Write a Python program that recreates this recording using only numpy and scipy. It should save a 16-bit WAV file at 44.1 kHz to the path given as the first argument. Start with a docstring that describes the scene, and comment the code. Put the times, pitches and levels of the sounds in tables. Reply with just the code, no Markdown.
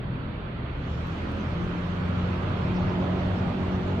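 """An engine pulls up to speed and drones on in distant outdoor traffic, sounding harmonics of its cycle rate.
A second, deeper engine sinks in pitch as it passes. Tyre roar swells and darkens, and road noise
rings in hollow resonances, over a low street rumble and the wash of far roads. Faint hiss opens up
within the first second; two tiny ticks and a few soft scuffs sound near the microphone pair."""
import sys
import numpy as np
from scipy import signal
from scipy.fft import rfft, irfft
from scipy.io import wavfile
from scipy.ndimage import uniform_filter1d

SR = 44100
rng = np.random.default_rng(int(sys.argv[2]) if len(sys.argv) > 2 else 0)


def generate_wav(sig):
    """Save sig (samples, or channels by samples) to the path in sys.argv[1] as 16-bit PCM at SR."""
    pcm = np.round(np.clip(np.atleast_2d(sig).T, -1, 1) * 32767).astype(np.int16)
    wavfile.write(sys.argv[1], SR, pcm)


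N = 176400
TIME = np.arange(N) / SR

# Left-right coherence of the diffuse field: frequency_hz, coherence
COHERENCE = [(30, .997), (80, .988), (150, .965), (220, .92), (360, .8), (550, .45), (800, -.05),
             (1200, .15), (1750, -.25), (2450, .28), (3200, -.15), (5000, 0), (12000, .1)]
# Level difference between the microphones: frequency_hz, left_minus_right_db
BALANCE = [(90, -.5), (170, 1.05), (390, -1.5), (620, -3.5), (1000, -0.5), (1600, -7), (2500, -4),
           (3300, -5), (4200, 0.5), (7000, -1.5), (12000, 0.5)]
BASS_SCATTER, OVERTONE_SCATTER = 0.12, 0.5  # amplitude by shifting paths, relative to the steady path


def amp(db):
    """Amplitude ratio of a level in decibels."""
    return 10 ** (np.asarray(db) / 20)


def unit_rms(x):
    """Normalisation to a mean square of 1."""
    return x / np.sqrt(np.mean(abs(x) ** 2) + 1e-20)


def curve(table, t, column=1):
    """Linear interpolation of one column of a time table."""
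    columns = np.transpose(table)
    return np.interp(t, columns[0], columns[column])


def spectrum(points, hz):
    """Interpolation of a spectrum table on a log-frequency axis."""
    points_hz, value = np.transpose(points)
    return np.interp(np.log(hz + 1), np.log(points_hz + 1), value)


def drift(rate_hz):
    """Slow random modulation: low-passed complex Gaussian noise of rms 1."""
    white = rng.standard_normal(N) + 1j * rng.standard_normal(N)
    return unit_rms(np.fft.ifft(white * np.exp(-(np.fft.fftfreq(N, 1 / SR) / rate_hz) ** 2)))


def grid(size):
    """Frame times (a column) and bin frequencies of a short-time Fourier transform."""
    hop = size // 4
    return np.arange(N // hop + 2)[:, None] * hop / SR, np.fft.rfftfreq(size, 1 / SR)


def noise(colour_db, coherence, balance_db, size, right_lead_s=0, patch_db=1.27):
    """Partially coherent stereo noise of rms 1, its spectrum rippled by drifting patches."""
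    t, hz = grid(size)
    a, b, c, d, patches = rng.standard_normal((5, len(t), len(hz)))
    patches = uniform_filter1d(patches, size=8, axis=0)
    patches = unit_rms(uniform_filter1d(patches, size=9, axis=1))
    left, independent = a + 1j * b, c + 1j * d
    right = coherence * left + np.sqrt(1 - coherence ** 2) * independent
    right *= np.exp(2j * np.pi * hz * right_lead_s)
    pair = np.array([left * amp(balance_db / 2), right * amp(-balance_db / 2)])
    pair *= amp(colour_db + patch_db * patches)
    _, sound = signal.istft(pair.swapaxes(1, 2), nperseg=size, noverlap=size * 3 // 4)
    return unit_rms(sound[:, :N])


def diffuse_noise(colour, size):
    """A diffuse field: coherent at long wavelengths, largely incoherent at short ones."""
    _, hz = grid(size)
    return noise(spectrum(colour, hz), spectrum(COHERENCE, hz), spectrum(BALANCE, hz), size)


def partial(hz, scatter, scatter_hz=6.5, stereo_spread=0.7):
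    """Multipath interference: an engine order flutters as shifting paths add to a steady one."""
    steady = np.exp(2j * np.pi * rng.random())
    paths = (steady + scatter * drift(scatter_hz)) / np.hypot(1, scatter)
    incoherence = np.clip(1 - spectrum(COHERENCE, hz), 0, 1)
    side = stereo_spread * np.sqrt(incoherence / 2) * drift(scatter_hz)
    pan = amp(spectrum(BALANCE, hz) / 2)
    pair = np.array([(paths + side) * pan, (paths - side) / pan])
    return np.sqrt(2) * (pair * np.exp(2j * np.pi * np.cumsum(hz) / SR)).real


def hiss():
    """Faint high-band noise whose top is attenuated at first, then opens and holds."""
    # Hiss spectrum: frequency_hz, relative_density_db
    colour = [(3000, -4), (4300, -5), (5000, 0.5), (6300, -4.5), (8000, -14.5), (10000, -24.5),
              (13000, -27.5), (15300, -19)]
    opens_s, opening_s, dull_above_hz, dull_db = 0.75, 0.42, 3900, -23
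    t, hz = grid(size=1024)
    dullness = np.clip(0.5 - (t - opens_s) / opening_s, 0, 1) * (hz > dull_above_hz)
    colour_db = spectrum(colour, hz) + dull_db * dullness
    air = noise(colour_db, spectrum(COHERENCE, hz), spectrum(BALANCE, hz), size=1024, patch_db=3)
    return air * amp(-61)


def far_roads():
    """Many distant sources sum incoherently to a diffuse wash."""
    # Wash spectrum: frequency_hz, relative_density_db
    colour = [(100, -19.5), (400, 1), (700, -0.5), (1250, -1), (1800, -7), (2500, -9), (3300, -11.5),
              (4000, -17.5), (4500, -18.5), (5000, -37), (6300, -52), (8000, -55), (15000, -57.5)]
    # Wash envelope: time_s, level_db
    level = [(0, -43.5), (.6, -42.5), (1.2, -39), (1.8, -39.5), (2.4, -37), (3.1, -37.5), (4, -38.5)]
    return diffuse_noise(colour, size=1024) * amp(curve(level, TIME))


def street_rumble():
    """Long waves from the street reach both microphones nearly in phase."""
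    # Rumble spectrum: frequency_hz, relative_density_db
    colour = [(15, -25.5), (22, -21), (32, -3.5), (48, -7), (66, -0.5), (90, 3), (135, 0), (200, -2.05),
              (300, -7.5), (420, -12), (700, -21), (1500, -69)]
    # Rumble envelope: time_s, level_db
    level = [(0, -33.3), (.55, -35.3), (.9, -34.8), (1.35, -34.2), (1.85, -34), (2.25, -32.2), (2.55, -32),
             (2.9, -31.7), (3.3, -31), (3.6, -31.7), (4, -30)]
    return diffuse_noise(colour, size=4096) * amp(curve(level, TIME))


def scuffs(width_hz=800):
    """Soft rustles close by: band-limited noise under Gaussian envelopes."""
    # Rustles: peak_s, half_length_s, centre_hz, level_db
    rustles = [(2.767, .018, 5150, -57), (2.8, 0.011, 6500, -68), (2.833, 0.019, 4300, -59),
               (2.897, 0.012, 5100, -59.5)]
    out, hz = np.zeros(N), np.fft.rfftfreq(N, 1 / SR)
    for peak_s, half_length_s, centre_hz, db in rustles:
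        band = np.exp(-((hz - centre_hz) / width_hz) ** 2)
        rustle = unit_rms(irfft(rfft(rng.standard_normal(N)) * band, N))
        out += amp(db) * rustle * np.exp(-((TIME - peak_s) / half_length_s) ** 2)
    return out


def ticks(decay_s=0.0022, width_hz=900):
    """Tiny dry snaps: exponentially decaying noise with one high resonance."""
    # Snaps: start_s, level_db, ring_hz
    snaps = [(1.072, -59.5, 14500), (1.3175, -58, 8100)]
    out, hz = np.zeros(N), np.fft.rfftfreq(N, 1 / SR)
    for start_s, db, ring_hz in snaps:
        colour = 1 / (1 + ((hz - ring_hz) / width_hz) ** 2) + 0.2  # the flat floor is the crack
        burst = unit_rms(irfft(rfft(rng.standard_normal(N)) * colour, N))
        out += amp(db) * burst * (TIME >= start_s) * np.exp(-abs(TIME - start_s) / decay_s)
    return out


def vehicle_moan():
    """Resonance: road noise excites narrow modes of the nearest vehicle, to the right."""
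    # Hollow modes: frequency_hz, half_width_hz, relative_db
    modes = [(316, 14, -2), (370, 25, -5), (510, 25, -8), (592, 10, 1), (640, 25, -12), (1000, 45, -13),
             (1300, 60, -13)]
    # Moan envelope: time_s, level_db
    level = [(0, -56), (.4, -51), (.9, -51), (1.3, -46.5), (1.8, -47), (2.2, -43), (2.6, -42), (2.92, -41),
             (3.06, -36), (3.22, -44), (4, -51.5)]
    _, hz = grid(size=8192)
    peaks = sum(amp(db) / (1 + ((hz - mode_hz) / width_hz) ** 2) for mode_hz, width_hz, db in modes)
    moan = noise(20 * np.log10(peaks), coherence=0.59, balance_db=-7.5, size=8192)
    return moan * amp(curve(level, TIME))


def tyre_roar():
    """Broadband rolling noise swells and darkens; level and time differences place it to the right."""
    # Course of the roar: time_s, centre_hz, level_db
    course = [(0, 1386, -50.5), (1, 1360, -55), (1.6, 1250, -44.5), (2.3, 1117, -43.5), (2.65, 982, -41),
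              (2.85, 796, -41.5), (3.05, 642, -36.5), (3.3, 655, -39.5), (3.6, 697, -39.5), (4, 682, -42.5)]
    width_octaves, tread_hz, tread_width_hz = 0.8, 3200, 750
    t, hz = grid(size=2048)
    centre_hz = curve(course, t)
    hump = 1 / (1 + (np.log2((hz + 1) / centre_hz) / width_octaves) ** 2) ** 2
    hump /= 1 + (hz / centre_hz / 4) ** 4  # steeper from two octaves above the centre
    tread_hiss = amp(-28.5) * np.exp(-((hz - tread_hz) / tread_width_hz) ** 2)
    colour_db = 20 * np.log10((hump + tread_hiss) / np.sqrt(centre_hz))
    roar = noise(colour_db, coherence=0.58, balance_db=-5, size=2048, right_lead_s=0.0002)
    return roar * amp(curve(course, TIME, column=2))


def passing_engine():
    """A deeper harmonic series sinks in pitch, its overtones swelling as the vehicle goes by."""
    # Course of the pass: time_s, pitch_hz, overtone_level_db
    course = [(0, 40.9, -43.5), (.7, 40.58, -40.5), (1.3, 41.52, -41), (1.8, 39.94, -41), (2.2, 38.8, -42),
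              (2.5, 37.24, -36), (2.85, 35.5, -31), (3.1, 34.33, -35.5), (3.6, 31.62, -42), (4, 30.6, -45)]
    # Exhaust harmonics: multiple_of_pitch, relative_db
    orders = [(2, -9.5), (3, -0.5), (4, -4.5), (5, -10), (7, -18)]
    bass_cut_hz = 40.8  # the fundamental fades as it sinks below the microphone's range
    pitch_hz = curve(course, TIME)
    overtones = sum(amp(db) * partial(order * pitch_hz, OVERTONE_SCATTER) for order, db in orders)
    fundamental = amp(-39) * partial(pitch_hz, BASS_SCATTER) / (1 + (bass_cut_hz / pitch_hz) ** 8)
    return fundamental + overtones * amp(curve(course, TIME, column=2))


def pulling_engine():
    """Periodic firing gives a tone at twice the cycle rate, its octave and load-dependent overtones."""
    # Engine speed: time_s, cycle_rate_hz
    speed = [(0, 31), (.55, 32.1), (.7, 33.7), (.9, 36.9), (1.1, 39.7), (1.3, 41.5), (1.5, 43.15),
             (1.7, 43.95), (2.1, 44.75), (2.3, 44.9), (2.65, 45.45), (3.05, 45.3), (3.5, 45.95), (4, 46.15)]
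    # Levels under load: time_s, firing_db, octave_boom_db, higher_even_orders_db, odd_orders_db
    load = [(0, -52, -46, -56, -56), (.55, -48, -52, -56, -56), (.7, -38, -44, -54, -56),
            (.95, -35, -41, -53, -53), (1.13, -36.5, -50, -49, -50), (1.25, -36, -50, -46, -40.5),
            (1.4, -34, -43, -50, -40.5), (1.52, -36, -35, -45, -46), (1.7, -42, -32.5, -47, -46),
            (1.9, -38, -34, -51, -47), (2.13, -28.8, -33.5, -49, -45), (2.32, -31.3, -33.5, -47, -46),
            (2.48, -32.5, -38.5, -45, -48), (2.7, -35, -31.5, -43, -47), (2.97, -36, -29, -42, -46),
            (3.3, -35.3, -32, -46, -45), (3.7, -35, -31, -40.5, -42), (4, -37, -32.5, -44, -43)]
    # Exhaust harmonics: multiple_of_cycle_rate, relative_db
    orders = [(3, -2), (5, 0.5), (6, 0), (7, -2.5), (8, 0), (9, -10), (10, -13), (11, -7.5), (13, -9),
              (14, -11)]
    cycle_hz = curve(speed, TIME) * (1 + 0.0038 * drift(rate_hz=6.9).real)  # slight speed wobble
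    firing, boom, even, odd = (amp(curve(load, TIME, column)) for column in (1, 2, 3, 4))
    out = firing * partial(2 * cycle_hz, BASS_SCATTER) + boom * partial(4 * cycle_hz, BASS_SCATTER)
    for order, db in orders:
        out += partial(order * cycle_hz, OVERTONE_SCATTER) * amp(db) * (odd if order % 2 else even)
    return out


def scene():
    """Linear superposition of all sources at the microphone pair."""
    engines = pulling_engine() + passing_engine()
    background = street_rumble() + far_roads() + hiss()
    return engines + background + tyre_roar() + vehicle_moan() + ticks() + scuffs()


def record(dry):
    """The recorder's band limit: a linear-phase low-pass filter."""
    edge_hz = 15750
    lowpass = signal.firwin(511, edge_hz, window=("kaiser", 9), fs=SR)
    return signal.oaconvolve(dry, lowpass[None], "same")


dry = scene()
out = record(dry)
generate_wav(out)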